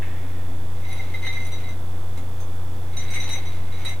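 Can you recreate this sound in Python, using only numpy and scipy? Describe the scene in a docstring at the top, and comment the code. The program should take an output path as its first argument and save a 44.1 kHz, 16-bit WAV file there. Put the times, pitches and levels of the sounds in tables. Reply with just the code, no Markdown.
"""A light steel chain is drawn through the hands in a small kitchen, in two bouts and a last tug.
Its links knock and slide on each other and all ring with nearly the same few modes.
Small fittings ping, the holder knocks, and handling adds dull clatter and soft bumps.
An appliance hums low, and the microphone adds hiss and a faint pulsing whine."""
import sys
import numpy as np
from scipy import signal
from scipy.fft import rfft, irfft, next_fast_len
from scipy.io import wavfile

SR = 44100
rng = np.random.default_rng(int(sys.argv[2]) if len(sys.argv) > 2 else 0)


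def to_wav(sig):
    """Store sig (one row per channel, or 1-D mono) as 16-bit WAV at the path in sys.argv[1].

    Samples outside -1..1 are clipped; the rate is SR.
    """
    pcm = np.clip(np.atleast_2d(sig), -1, 1) * 32767
    pcm = np.round(pcm).astype(np.int16)
    wavfile.write(sys.argv[1], SR, pcm.T)  # frames by channels


N = 176400
LEFT_RIGHT = np.array([[.5], [-.5]])


def amp(db):
    """Decibels to gain."""
    return 10 ** (np.asarray(db) / 20)


def unit(x):
    """Scaled to rms 1."""
    return x / np.sqrt(np.mean(x ** 2) + 1e-20)


def along(points, hz):
    """(Hz, value) points read on a log axis."""
    f, v = np.transpose(points)
    return np.interp(np.log(hz + 1), np.log(f + 1), v)


def filtered(x, response):
    """x through a complex frequency response."""
    n = x.shape[-1]
    m = next_fast_len(n + 8192)
    return irfft(rfft(x, m) * response(np.fft.rfftfreq(m, 1 / SR)), m)[..., :n]


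def add(out, start_s, sound):
    """Mixes a sound into out."""
    i = max(0, round(start_s * SR))
    n = max(0, min(sound.shape[-1], N - i))
    out[..., i:i + n] += sound[..., :n]


def ring(t, hz, t60_s, attack_s=0.00054):
    """One decaying mode, building up as the contact rubs."""
    envelope = amp(-60 * t / t60_s) * (1 - np.exp(-t / attack_s))
    return envelope * np.sin(2 * np.pi * (hz * t + rng.random()))


def jingle(t, hz, t60_s, detune=.0015, near_spread=.025, near_db=-12.5, near_life=0.41):
    """One mode of a link and, more briefly, of two slightly different neighbours."""
    tune, *others = rng.standard_normal(3)
    near = sum(ring(t, hz * (1 + near_spread * k), t60_s * near_life) for k in others)
    return ring(t, hz * (1 + detune * tune), t60_s) + amp(near_db) * near


def chatter(sound, count=3, within_s=.007, rebound_db=-10):
    """A contact and its quick rebounds, at unchanged energy."""
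    delays = (rng.random(count) * within_s * SR).astype(int)
    series = sound + amp(rebound_db) * sum(np.pad(sound, (d, 0))[:len(sound)] for d in delays)
    return series * np.linalg.norm(sound) / np.linalg.norm(series)


def burst(t, spectrum, t60_s):
    """Decaying coloured noise."""
    noise = filtered(rng.standard_normal(len(t)), lambda hz: amp(along(spectrum, hz)))
    return unit(noise) * amp(-60 * t / t60_s)


# kitchen reverberation (frequency [Hz], t60 [s])
ROOM_DECAY = [(200, 0.1), (2000, 0.19), (6000, 0.14), (14000, 0.082)]
def in_room(x, tail_db=3.5, side_gain=0.81):
    """Direct sound plus a fresh stereo tail, at unchanged mean energy per channel."""
    hz, t, noise = signal.stft(rng.standard_normal((2, SR // 8)), SR, nperseg=256)
    decay = amp(-60 * t / along(ROOM_DECAY, hz)[:, None])
    mid, side = signal.istft(noise * decay, SR, nperseg=256)[1]
    response = np.array([mid + side_gain * side, mid - side_gain * side])
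    response *= amp(tail_db) / np.linalg.norm(response[0])
    response[:, 0] += 1  # direct path
    wet = signal.fftconvolve(x[None], response, axes=1)
    return wet * np.sqrt(2) * np.linalg.norm(x) / np.linalg.norm(wet)


# noise floor (frequency [Hz], relative density [dB])
AIR_SPECTRUM = [(20, -52), (35, -66.5), (60, -61.5), (100, -67.5), (160, -69), (260, -68.5), (420, -73),
                (850, -74), (1400, -80.5), (2200, -86.5), (3000, -89), (4500, -92), (15500, -93.5)]
# its left-right likeness (frequency [Hz], correlation [0..1])
AIR_CORRELATION = [(60, .92), (140, .25), (300, .72), (800, .72), (2000, .45), (5000, .15)]
def air(rms_db=-39.5, low_cut_hz=15):
    """Steady room noise and microphone hiss."""
    def mid_side(hz):
        angle = np.arccos(np.clip(along(AIR_CORRELATION, hz), -1, 1)) / 2
        return amp(along(AIR_SPECTRUM, hz)) * [np.cos(angle), np.sin(angle)] * (hz > low_cut_hz)
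    mid, side = filtered(rng.standard_normal((2, N)), mid_side)
    return amp(rms_db) * unit(np.array([mid + side, mid - side]))


def whine(t, hz=3462, peak_db=-49, rate_hz=59.59, first_s=.0144, sigma_s=0.0013):
    """Electrical whine in even Gaussian pulses."""
    from_peak_s = ((t - first_s) * rate_hz + .5) % 1 / rate_hz - .5 / rate_hz
    pulses = np.exp(-.5 * (from_peak_s / sigma_s) ** 2)
    return amp(peak_db) * pulses * np.sin(2 * np.pi * hz * from_peak_s)


# appliance tones (frequency [Hz], rms level [dB], left minus right [dB])
HUM_TONES = [(90.66, -33.5, 2.5), (120.1, -49.5, -1), (199.5, -62, -18), (294.3, -59.5, 9.5),
             (355.2, -58, -4.5), (493, -55.5, -2)]
def hum(t, left_phase_rad=-0.32):
    """An appliance hums on steady low tones."""
    out = np.zeros((2, N))
    for hz, db, pan_db in HUM_TONES:
        phase = 2 * np.pi * (hz * t + rng.random()) + LEFT_RIGHT * left_phase_rad
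        out += np.sqrt(2) * amp(db + LEFT_RIGHT * pan_db) * np.sin(phase)
    return out


# handling bumps (time [s], level [dB])
BUMP_HITS = [(.23, -35), (0.306, -38), (0.476, -38.5), (2.171, -37)]
def bumps(hz=264.3, t60_s=0.43, attack_s=0.0084):
    """Handling and shifting weight softly ring one low mode."""
    out, t = np.zeros((2, N)), np.arange(SR // 2) / SR
    swell = 1 - np.exp(-t / attack_s)
    for start_s, db in BUMP_HITS:
        add(out, start_s, amp(db) * in_room(ring(t, hz, t60_s) * swell))
    return out


# clatter bursts (time [s], level [dB], t60 [s])
CLATTER_HITS = [(.021, -35.5, .15), (0.051, -47, 2.3), (0.159, -47, 0.12)]
# their colour (frequency [Hz], relative density [dB])
CLATTER_SPECTRUM = [(600, -21), (1400, -6.5), (1850, 5.5), (2500, -1.5), (5000, -25)]
def clatter():
    """The bunched chain clatters dully as it is first lifted and settles."""
    out, t = np.zeros((2, N)), np.arange(SR) / SR
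    for start_s, db, t60_s in CLATTER_HITS:
        add(out, start_s, amp(db) * in_room(burst(t, CLATTER_SPECTRUM, t60_s)))
    return out


# fitting pings (time [s], frequency [Hz], ring level [dB], click level [dB])
PING_HITS = [(.885, 11800, -47, -56), (.923, 10900, -41, -54), (1.468, 9950, -45, -40),
             (2.175, 6600, -51, -37.5), (2.402, 6350, -44.5, -39)]
def pings(ring_t60_s=0.13, click_t60_s=0.033):
    """Small fittings click and ring high."""
    out, t = np.zeros((2, N)), np.arange(SR // 2) / SR
    for start_s, hz, ring_db, click_db in PING_HITS:
        click = amp(click_db - 60 * t / click_t60_s) * rng.standard_normal(len(t))
        add(out, start_s, in_room(amp(ring_db) * jingle(t, hz, ring_t60_s) + click))
    return out


# holder knocks (time [s], level [dB])
KNOCK_HITS = [(.885, -35), (.972, -45), (.991, -37.5), (1.266, -34), (3.35, -35), (3.375, -38)]
def knocks(hz=783, t60_s=0.059):
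    """The part that holds the chain knocks dully and rebounds."""
    out, t = np.zeros((2, N)), np.arange(SR // 7) / SR
    for start_s, db in KNOCK_HITS:
        add(out, start_s, amp(db) * in_room(chatter(jingle(t, hz, t60_s))))
    return out


# unpitched steel contact, in slide and clinks (frequency [Hz], relative density [dB])
CONTACT_SPECTRUM = [(300, -8.5), (780, -4), (1300, -4.5), (2100, 3), (3000, -4.5), (4000, -9.5),
                    (5000, -22.5), (15000, -17.5)]
# resonances stirred by sliding (frequency [Hz])
SLIDE_MODES_HZ = [790, 2075, 2185, 3875, 6025, 8420, 10850]
# their peaks (width [Hz], relative level [dB])
SLIDE_PEAKS = [(100, -3.5), (54.6, -4.5), (118, -2.5), (129, 0), (60, -4.5), (200, -17), (350, -23)]
# sliding envelope (time [s], level [dB])
SLIDE_LEVELS = [(.7, -72), (.92, -47), (1.069, -53), (1.27, -50), (1.45, -52), (1.68, -54), (1.78, -70),
                (2.12, -72), (2.18, -54), (2.27, -109), (2.88, -63), (2.99, -49.5), (3.07, -51),
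                (3.16, -43), (3.27, -46), (3.35, -44.5), (3.41, -53.5), (3.49, -52), (3.62, -56.5),
                (3.8, -51), (3.88, -41), (3.99, -66)]
def slide(t, touches_per_s=800, scatter_db=8, scrape_db=2.5):
    """Many tiny contacts scrape and ring the links while the chain moves."""
    def steel(hz):
        return sum(amp(db) * 1j * hz * width_hz / (mode_hz ** 2 - hz ** 2 + 1j * hz * width_hz)
                   for mode_hz, (width_hz, db) in zip(SLIDE_MODES_HZ, SLIDE_PEAKS))
    touching = rng.random(N) < touches_per_s / SR
    strength = amp(scatter_db * np.clip(rng.standard_normal(N), -2, 2))
    touches = touching * strength * np.sign(rng.standard_normal(N))
    ringing = unit(filtered(touches, steel))
    scrape = unit(filtered(touches, lambda hz: amp(along(CONTACT_SPECTRUM, hz))))
    envelope = amp(np.interp(t, *np.transpose(SLIDE_LEVELS)))
    return in_room((ringing + amp(scrape_db) * scrape) * envelope)[:, :N]


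SLACK_FROM_S, SMALL_TAUT_DB, SMALL_SLACK_DB = 2, -16, -3.5  # smaller links join in on the slack chain
# link modes (frequency [Hz], frequency on smaller links [Hz], t60 [s])
LINK_MODES = [(2071, 2180, 0.14), (3859, 3893, 0.16), (6024, 6032, 0.18), (8410, 8370, 0.096),
              (10770, 10950, 0.088)]
# link contacts (time [s], mode 1 [dB], mode 2 [dB], mode 3 [dB], higher modes [dB])
LINK_CONTACTS = [(.842, -34.5, -49, -60, -63), (.885, -48, -51, -53, -61), (.915, -33.5, -41, -46, -60),
                 (.9727, -48, -40.5, -47, -52), (.9896, -28.5, -48, -59, -62),
                 (1.138, -26, -36.5, -54, -53), (1.2231, -24.5, -42, -46, -60),
                 (1.2474, -29.5, -31, -53, -50), (1.266, -22.5, -26.5, -38.5, -53),
                 (1.3269, -27.5, -31.5, -45, -49), (1.3668, -25.5, -42, -51, -58),
                 (1.4032, -33, -44, -46, -53), (1.4476, -35, -41, -42, -48),
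                 (1.5174, -33.5, -33, -39.5, -49), (1.6392, -32.5, -43, -62, -65),
                 (1.688, -35.5, -42.5, -48.5, -54), (2.968, -39.5, -31.5, -34, -43),
                 (2.9894, -39.5, -34, -32, -56), (3.0074, -46, -40, -50, -62), (3.033, -46, -49, -47, -52),
                 (3.0789, -41, -36.5, -53, -53), (3.104, -31.5, -42, -38, -42.5),
                 (3.1364, -28.5, -29.5, -32, -40), (3.16, -23.5, -35, -34, -42),
                 (3.2006, -38, -29, -32.5, -44), (3.235, -40, -34, -37, -53),
                 (3.29, -35, -24.5, -26.5, -39), (3.3274, -31.5, -30, -31, -40),
                 (3.3494, -32.5, -34.5, -43, -43), (3.4511, -33.5, -36, -44, -57),
                 (3.7234, -43, -38, -57, -64), (3.8486, -32, -23.5, -34.5, -39.5),
                 (3.8674, -32.5, -34, -40, -47), (3.8884, -30.5, -34, -42, -43)]
def clinks(crack_db=-5, edge_db=2, crack_t60_s=0.034, swell_cycles=5.2, damping_db_per_s=220):
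    """Each contact cracks and rings the links, until the next contact damps them."""
    out, t = np.zeros((2, N)), np.arange(SR // 7) / SR
    gaps_s = np.diff([row[0] for row in LINK_CONTACTS] + [N / SR])
    for (start_s, *mode_db), gap_s in zip(LINK_CONTACTS, gaps_s):
        crack = amp(crack_db + np.mean(mode_db[:2])) * burst(t, CONTACT_SPECTRUM, crack_t60_s)
        edge = amp(edge_db + mode_db[-1] - 60 * t / crack_t60_s) * rng.standard_normal(len(t))
        add(out, start_s, in_room(chatter(crack) + edge))
        small_gain = amp(SMALL_SLACK_DB if start_s > SLACK_FROM_S else SMALL_TAUT_DB)
        damping = amp(-damping_db_per_s * np.maximum(t - gap_s, 0))
        for (hz, small_hz, t60_s), db in zip(LINK_MODES, mode_db + mode_db[-1:]):
            links = jingle(t, hz, t60_s) + small_gain * jingle(t, small_hz, t60_s)
            links /= np.hypot(1, small_gain)
            swell = 1 - np.exp(-t * hz / swell_cycles)  # slower for low modes
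            add(out, start_s, amp(db) * in_room(chatter(links * swell * damping)))
    return out


def scene(left_lead_s=.000018):
    """The chain, a little to the left, over the kitchen background."""
    t = np.arange(N) / SR
    chain = clinks() + knocks() + slide(t) + pings() + clatter() + bumps()
    chain = filtered(chain, lambda hz: np.exp(2j * np.pi * hz * left_lead_s * LEFT_RIGHT))
    return chain + hum(t) + air() + whine(t)


def record(dry, top_hz=15850, offset=-.1235, drift_gain=.012, drift_hz=2):
    """The input is band-limited and sits on a slowly drifting DC offset."""
    drift = unit(filtered(rng.standard_normal(N), lambda hz: hz < drift_hz))
    return filtered(dry, lambda hz: hz < top_hz) + offset + drift_gain * (drift - drift.mean())


dry = scene()
out = record(dry)
to_wav(out)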